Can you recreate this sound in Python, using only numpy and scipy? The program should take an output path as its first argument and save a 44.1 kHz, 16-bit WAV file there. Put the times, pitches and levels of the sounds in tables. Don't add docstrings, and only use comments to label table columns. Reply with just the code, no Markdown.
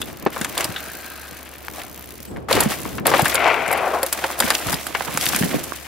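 import sys
import numpy as np
from scipy import signal
from scipy.fft import rfft, irfft, next_fast_len
from scipy.io import wavfile

SR = 44100
rng = np.random.default_rng(int(sys.argv[2]) if len(sys.argv) > 2 else 0)


def transcribe(signal):
    frames = np.atleast_2d(signal).T
    limited = np.clip(frames, -1, 1)
    pcm = np.round(limited * 32767).astype(np.int16)
    wavfile.write(sys.argv[1], SR, pcm)


N = 258850

# (time [s], tyre casing scrub [dB], thrown dust and litter [dB])
ROLLING = [(0, -51, -43), (0.24, -40.5, -54), (0.55, -44.5, -50), (0.7, -41, -39), (0.85, -39, -39.5),
           (1.2, -45, -43.5), (1.55, -44.5, -49), (1.95, -46, -49), (2.25, -51, -47), (2.85, -42, -38.5),
           (3.4, -52, -39), (3.66, -49, -40.5), (4.0, -66, -37), (4.35, -35, -39.5), (4.62, -32, -31),
           (4.9, -40.5, -37), (5.45, -39, -29.5), (5.7, -42, -36.5), (5.87, -46, -40)]
# (start [s], hold from start [s], scrub [dB], dust [dB])
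CRUNCHES = [(0.057, 0.025, -37, -38.5), (0.315, 0.24, -38.5, -39.5), (0.563, 0.079, -29, -32),
            (1.733, 0.071, -37.5, -39), (2.485, 0.15, -23.5, -27), (2.685, 0.053, -30, -28),
            (3.04, 0.069, -24, -27.5), (3.11, 0.098, -21, -30), (3.234, 0.089, -27.5, -28),
            (4.015, 0.075, -36, -54), (4.11, 0.2, -33, -34), (4.375, 0.18, -31.5, -28.5),
            (4.655, 0.081, -33.5, -31), (4.958, 0.22, -36.5, -41), (5.195, 0.2, -34.5, -24),
            (5.49, 0.078, -32, -39)]
CRUNCH_ATTACK_S, CRUNCH_RELEASE_DB_PER_S = 0.028, 245
GRIT_DB = -1
# (leave [s], land [s], fading [dB/s])
HOPS = [(2.282, 2.484, 126), (2.955, 3.054, 250)]
# (time [s], left minus right [dB])
TYRE_SIDE = [(0, 2), (2.4, 3.5), (2.6, 1.5), (3.0, 5), (3.7, 6), (4.2, 1.5), (4.7, 2), (4.95, -8),
             (5.28, 4), (5.5, -5.5), (5.87, 9.5)]
# (pitch [Hz], width [Hz], level [dB])
TYRE_MODES = [(350, 150, -3.5), (501, 510, -1), (675, 400, 0), (982, 690, -4)]
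# (pitch [Hz], width [Hz], level [dB])
GRIT_MODES = [(1460, 260, -21), (2044, 2390, 22), (3870, 4800, -11)]
# (pitch [Hz], width [Hz], level [dB])
DUST_MODES = [(4360, 10700, 5.5), (8720, 15400, 1), (12040, 37000, 4)]
# (time [s], level [dB])
SPOKE_LEVEL = [(.4, -61), (.6, -42), (1.3, -43.5), (1.6, -65), (2.2, -80)]
# (pitch [Hz], width [Hz], level [dB])
SPOKE_MODES = [(1250, 40, 0), (1590, 110, 3), (2540, 110, -7), (4100, 390, -10.5)]
# (time [s], level [dB])
SHAKE_LEVEL = [(0, -32.5), (0.15, -40), (0.33, -38.5), (0.7, -37.5), (0.85, -44), (1.55, -46),
               (1.72, -42.5), (2.25, -43), (2.33, -29.5), (2.47, -35), (2.57, -19.5), (2.72, -34),
               (3.15, -27.5), (3.4, -38.5), (3.76, -36), (3.9, -43.5), (4.36, -45.5), (4.42, -32),
               (4.62, -43), (4.7, -26), (4.8, -42), (5.1, -39), (5.47, -28), (5.56, -31), (5.87, -48)]
# (pitch [Hz], width [Hz], level [dB])
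RUMBLE_MODES = [(139, 160, -4.5), (244, 380, -2)]
DEEP_HZ, DEEP_DB = 54, -19
HUM_HZ, HUM_WIDTH_HZ, HUM_DB = 70.8, 5.3, -49.5
# (time [s], peak [dB], centre [Hz])
SLAPS = [(0.0152, -14.5, 7250), (0.413, -11, 4540), (0.4456, -9.5, 5440), (0.5773, -7.5, 5330),
         (0.6075, -10, 4830), (0.6429, -8, 4830), (2.37, -34, 8200), (2.51, -17, 10000),
         (2.5275, -2.5, 4400), (2.5521, -9.5, 4450), (2.605, 0.5, 10600), (2.635, -13, 11800),
         (2.7196, -18, 12000), (3.0677, 2, 5400), (3.1028, -10.5, 4860), (3.1787, -11.5, 11200),
         (3.1945, -10.5, 5110), (3.2191, -7, 9660), (3.254, -9.5, 4800), (3.2819, -11, 11400),
         (3.3448, -3.5, 11100), (3.3536, -6, 4600), (3.478, -18, 4400), (3.6785, -17.5, 9130),
         (3.714, -10, 10800), (3.7277, -5.5, 11000), (3.776, -16.5, 7820), (4.0303, -3, 9100),
         (4.0635, -10, 7200), (4.127, -2.5, 8600), (4.3907, -9, 12000), (4.4022, 0.5, 7000),
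         (4.4514, -13, 5120), (4.5033, -3, 5100), (4.7272, -9, 8000), (4.7414, -9, 4840),
         (4.8679, -9, 4820), (5.049, -19, 10400), (5.1408, -13, 7600), (5.1737, -7, 9400),
         (5.2108, -12, 4400), (5.2562, -4, 12100), (5.3614, -4.5, 9500), (5.4113, -14, 9880),
         (5.6381, -15, 9850)]
# (pitch [Hz], width [Hz], level [dB])
CHAIN_MODES = [(3390, 1260, 4), (5070, 420, 6.5), (6930, 1680, 2), (10800, 3400, 5.5), (12300, 320, 0),
               (12400, 2000, -3.5)]
# (time [s], peak [dB], centre [Hz], left minus right [dB])
KNOCKS = [(0.016, -14.5, 3500, 2.5), (0.263, -8.5, 910, -0.5), (0.362, -14, 724, 4.0),
          (0.392, -25, 1150, 3.5), (0.413, -17, 2930, 0), (0.448, -19.5, 1690, 3), (0.572, -14.5, 1060, -1),
          (0.606, -14.5, 2610, -3), (0.761, -15, 3650, 0), (2.362, -25.5, 1380, 3), (2.486, -14.5, 1080, 3),
          (2.51, -6, 630, 3), (2.568, -7, 1120, -1), (2.602, -10.5, 840, 1), (2.719, -16, 1130, 0),
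          (2.853, -17, 1140, 5), (2.982, -17, 1680, 4), (3.057, -7, 680, 4.5), (3.077, -10, 790, -2),
          (3.138, -1, 780, 5.5), (3.193, -1, 754, 4), (3.257, -5.5, 2150, 2), (3.346, -12, 770, 2),
          (3.71, -12, 690, 5.5), (3.727, -9.5, 705, 5.5), (4.03, -11, 770, 2.5), (4.126, -12, 1720, 2),
          (4.24, -6.5, 810, -2.0), (4.301, -11.5, 1620, 0.5), (4.401, -5.5, 700, 4.5),
          (4.423, -8.5, 1950, 2.0), (4.475, -13, 813, -5), (4.504, -4, 1700, 1), (4.684, -15, 1010, 6),
          (4.728, -13, 1080, 7), (4.867, -17, 990, -11.5), (4.949, -8.5, 1310, 6.5), (5.007, -8, 940, -9.5),
          (5.077, -17.5, 860, -14), (5.173, -17.5, 1000, -8), (5.363, -12, 1970, 4), (5.423, -10, 2360, 7),
          (5.433, -18, 2020, -10)]
# (pitch [Hz], width [Hz], level [dB])
FRAME_MODES = [(342, 146, 14), (558, 290, 10), (804, 516, 10.5), (1107, 860, 11), (1570, 770, 6),
               (2020, 1120, -6.5), (2624, 470, -9.5), (3550, 400, -4)]
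# (pitch [Hz], width [Hz], level [dB])
HOLLOW_MODES = [(548.6, 69, 13.5)]
# (time [s], ratchet teeth passed [count])
COASTS = [
    [(.058, 0), (.129, 1), (.172, 2), (.253, 5), (.304, 6), (.431, 11), (.491, 12), (.526, 14), (.553, 15)],
    [(.724, 0), (.826, 5), (.9, 10), (1.005, 16), (1.349, 34), (1.492, 41), (1.629, 47), (1.669, 49),
     (1.701, 51), (1.82, 61), (1.929, 68), (2.156, 82), (2.253, 86)],
    [(2.759, 0), (2.907, 10), (2.999, 14)],
]
# (time [s], peak [dB])
TICK_LEVEL = [(.1, -25.5), (.5, -24.5), (.9, -24.5), (1.2, -28.5), (2.2, -26.5), (2.8, -25), (3.0, -26)]
# (pitch [Hz], width [Hz], level [dB])
PAWL_MODES = [(2420, 5600, -3), (6320, 100, 3), (6700, 15000, 0), (9730, 880, 2.5), (10830, 780, 6),
              (13500, 1700, 7), (13700, 2200, -2.5)]
# (time [s], peak [dB], centre [Hz])
THUDS = [(0.261, -9.5, 345), (0.41, -18.5, 200), (0.688, -23.5, 143), (2.546, -17.5, 282),
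         (2.574, -9.5, 355), (2.658, -10, 176), (3.005, -20, 180), (3.222, -15.5, 122), (4.439, -18.5, 240),
         (4.662, -24, 112), (4.734, -18.5, 174), (5.083, -28.5, 148), (5.145, -23, 192),
         (5.345, -20.5, 201), (5.409, -11, 185), (5.432, -11.5, 178), (5.457, -17, 308), (5.511, -23, 260),
         (5.541, -12.5, 240), (5.558, -16, 191)]
# (time [s], peak [dB], centre [Hz], left minus right [dB])
SNAPS = [(0.447, -9, 1620, 3.5), (1.682, -13.5, 1490, 1.5), (1.817, -20.5, 1850, -1), (3.116, -6, 776, 1),
         (3.444, -11.5, 1780, 12), (3.458, -3, 700, 5), (4.551, -2, 3730, -1.0), (4.952, -11, 1310, 5),
         (5.175, -7, 929, -9), (5.211, -5.5, 4300, 3), (5.256, -11, 2790, -0.5), (5.265, -3, 2460, 4),
         (5.334, -11, 910, 8), (5.347, -7, 1950, 4), (5.721, -16, 724, -15)]
# (time [s], level [dB])
WHISTLE_LEVEL = [(2.255, -90), (2.28, -50), (2.33, -55), (2.37, -90)]
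# (time [s], scrub [dB], grit [dB])
SKID_LEVEL = [(3.32, -38, -30.5), (3.38, -23.5, -22.5), (3.47, -16, -19.5), (3.56, -21, -24),
              (3.66, -27.5, -27), (3.76, -22.5, -28), (3.88, -20, -37), (3.98, -21.5, -51),
              (4.06, -34, -60)]
# (pitch [Hz], width [Hz], level [dB])
SLIDE_LOW_MODES = [(516, 440, -3.5), (706, 290, 1.5), (914, 800, -2.5)]
# (pitch [Hz], width [Hz], level [dB])
SLIDE_HIGH_MODES = [(1465, 260, 3), (2170, 870, 1.5)]
# (pitch [Hz], left minus right [dB], phase by which left leads [rad])
EAR_DIFFERENCE = [(100, -0.5, 0.07), (4860, 1, -0.02), (7500, 1.5, -1.6), (10500, -2.5, -0.94),
                  (11600, -5.5, 1), (15900, 1, -2.5)]

STEADY_POWER = 1.3
KNOCK_FADE_S, SLAP_FADE_S, THUD_FADE_S, SNAP_FADE_S = 0.082, 0.041, 0.059, 0.016
KNOCK_FADE_PER_OCTAVE = 0.99
THUD_WIDTH, SNAP_WIDTH = 0.85, 1.39
CONTACT = 4.67
SPOT_DB = 2.5
CRACK, CRACK_RISES = 0.85, 13.2
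CLIP_LEVEL, TOP_HZ = .93, 15750


def undb(db):
    return 10 ** (np.asarray(db) / 20)


def curve(table, column=1):
    rows = np.array(table)
    return np.interp(np.arange(N) / SR, rows[:, 0], rows[:, column])


def ring(x, modes, passes=1):
    size = next_fast_len(x.shape[-1] + 4096)
    f = np.fft.rfftfreq(size, 1 / SR) + 1e-3
    gain = 0
    for k, (hz, width, db) in enumerate(modes):
        resonance = 1 / (1 + 1j * (f - hz ** 2 / f) / width) ** passes
        gain = gain + (-1) ** (k * passes) * undb(db) * resonance
    return irfft(rfft(x, size) * gain, size)[..., :x.shape[-1]]


def pair(size, alike):
    alike = np.clip(alike, -1, 1)
    shared, opposite = rng.standard_normal((2, size))
    return np.sqrt((1 + alike) / 2) * shared + np.sqrt((1 - alike) / 2) * opposite * np.array([[1], [-1]])


def pan(db):
    return undb(np.array([db, -db]) / 2)


def grains(modes, per_s, spread_db, grain_s, alike, passes=2):
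    starts = rng.random(N) < per_s / SR
    sizes = starts * undb(spread_db * np.minimum(rng.exponential(size=N), 4))
    fade = np.exp(-1 / (grain_s * SR))
    power = STEADY_POWER + signal.lfilter([1], [1, -fade], sizes ** 2)
    x = ring(np.sqrt(power) * pair(N, alike), modes, passes)
    return x / np.sqrt(np.mean(x ** 2))


def add_blow(out, s, db, hz, fade_s, pan_db, modes, octaves, alike, rise_s, uneven_db, passes=2):
    t = np.arange(8192) / SR
    uneven = undb(uneven_db * np.repeat(rng.exponential(size=256), 32))
    rise = 1 - np.exp(-t / rise_s)
    fade = np.exp(-np.log(1000) * t / max(fade_s, .005))
    burst = pair(len(t), alike) * uneven * rise * fade
    burst *= 1 + CRACK * np.exp(-t / (CRACK_RISES * rise_s))
    burst[:, int(rise_s * SR)] += CONTACT * uneven_db
    spot_db = SPOT_DB * rng.standard_normal(len(modes))
    near = []
    for (mode_hz, width, level), spot in zip(modes, spot_db):
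        distance = np.log2(mode_hz / hz) / octaves
        near.append((mode_hz, width, level + spot - 6 * distance ** 2))
    x = ring(burst, near, passes)
    x *= undb(db) / np.abs(x.mean(axis=0)).max() * pan(pan_db)[:, None]
    i = int(s * SR)
    out[:, i:i + len(t)] += x[:, :N - i]


def ground_level(column):
    t = np.arange(N) / SR
    power = undb(curve(ROLLING, column)) ** 2
    for row in CRUNCHES:
        since = t - row[0]
        attack = np.clip(since / CRUNCH_ATTACK_S, 0, 1)
        release_db = CRUNCH_RELEASE_DB_PER_S * np.maximum(since - row[1], 0)
        power = power + attack * undb(row[column + 1] - release_db) ** 2
    level = 10 * np.log10(power)
    for leave, land, rate in HOPS:
        level = level - rate * (t - leave) * (t > leave) * (t < land)
    return level


def tyres():
    scrub_db, dust_db = ground_level(1), ground_level(2)
    scrub = undb(scrub_db) * grains(TYRE_MODES, 900, 4.1, 0.0048, 0.69)
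    grit_db = (scrub_db + dust_db) / 2 + GRIT_DB
    grit = undb(grit_db) * grains(GRIT_MODES, 1400, 5.5, 0.0028, 0.84)
    dust = undb(dust_db) * grains(DUST_MODES, 500, 4.23, 0.0022, 0.16)
    return (scrub + grit) * pan(curve(TYRE_SIDE)) + dust


def spokes():
    singing = grains(SPOKE_MODES, 270, 1.4, 0.009, 1.0, passes=1)
    return undb(curve(SPOKE_LEVEL)) * singing * pan(curve(TYRE_SIDE))


def shaking():
    rumble = grains(RUMBLE_MODES, 60, 3.3, 0.0029, 0.011)
    deep = undb(DEEP_DB) * grains([(DEEP_HZ, 35, 0)], 160, 1.6, 0.016, 1.0)
    return undb(curve(SHAKE_LEVEL)) * (rumble + deep)


def hum():
    tone = np.sqrt(2) * np.sin(2 * np.pi * HUM_HZ * np.arange(N) / SR)
    wobble = grains([(HUM_HZ, HUM_WIDTH_HZ, 0)], 230, 3.8, 0.03, 0.53)
    return undb(HUM_DB) * (tone + .35 * wobble)


def chain_slaps():
    out = np.zeros((2, N))
    for s, db, hz in SLAPS:
        add_blow(out, s, db, hz, SLAP_FADE_S, 1.2, CHAIN_MODES, 1.2, .6, .0003, 2.2, passes=1)
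    return out


def frame_knocks():
    out = np.zeros((2, N))
    for s, db, hz, pan_db in KNOCKS:
        fade_s = KNOCK_FADE_S * KNOCK_FADE_PER_OCTAVE ** np.log2(hz / 1000)
        add_blow(out, s, db, hz, fade_s, pan_db, FRAME_MODES + HOLLOW_MODES, .7, .85, .0005, 3.2)
    return out


def freewheel():
    out, loud = np.zeros((2, N)), np.array(TICK_LEVEL)
    times = []
    for rows in COASTS:
        seconds, teeth = np.array(rows).T
        times.extend(np.interp(np.arange(rows[-1][1] + 1), teeth, seconds))
    for s, (late, size) in zip(times, rng.standard_normal((len(times), 2))):
        db = np.interp(s, loud[:, 0], loud[:, 1]) + 1.5 * size
        start_s = s - .0012 + 0.00055 * late
        add_blow(out, start_s, db, 13000, .022, 1.2, PAWL_MODES, 4.0, .6, .0002, .8)
    return out


def thuds():
    out = np.zeros((2, N))
    for s, db, hz in THUDS:
        add_blow(out, s, db, hz, THUD_FADE_S, 1.5, [(hz, THUD_WIDTH * hz, 0)], 1, .05, .002, 3.0)
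    return out


def snaps():
    out = np.zeros((2, N))
    for s, db, hz, pan_db in SNAPS:
        add_blow(out, s, db, hz, SNAP_FADE_S, pan_db, [(hz, SNAP_WIDTH * hz, 0)], 1, .8, .0003, 2.2)
    return out


def whistle():
    return undb(curve(WHISTLE_LEVEL)) * grains([(8000, 150, 0)], 300, 1.5, .003, .6)


def skid():
    t = np.arange(N) / SR
    roar = undb(curve(SKID_LEVEL, 1)) * grains(SLIDE_LOW_MODES, 610, 2.0, 0.0054, 0.89)
    rasp = undb(curve(SKID_LEVEL, 2)) * grains(SLIDE_HIGH_MODES, 900, 4.2, 0.0014, 0.95)
    sliding = (t > SKID_LEVEL[0][0]) * (t < SKID_LEVEL[-1][0])
    return sliding * (roar + rasp) * pan(curve(TYRE_SIDE))


def scene():
    ride = tyres() + spokes() + shaking() + hum()
    hits = chain_slaps() + frame_knocks() + freewheel() + thuds() + snaps()
    return ride + hits + whistle() + skid()


def record(dry):
    f = np.fft.rfftfreq(N, 1 / SR) + 1
    rows = np.array(EAR_DIFFERENCE)
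    db = np.interp(np.log(f), np.log(rows[:, 0]), rows[:, 1])
    lead = np.interp(np.log(f), np.log(rows[:, 0]), rows[:, 2])
    half = undb(db / 2) * np.exp(.5j * lead)
    x = irfft(rfft(dry) * np.array([half, 1 / half]), N)
    clipped = np.clip(x, -CLIP_LEVEL, CLIP_LEVEL)
    treble_cut = signal.ellip(12, .2, 85, TOP_HZ, fs=SR, output="sos")
    return signal.sosfilt(treble_cut, clipped)


dry = scene()
out = record(dry)
transcribe(out)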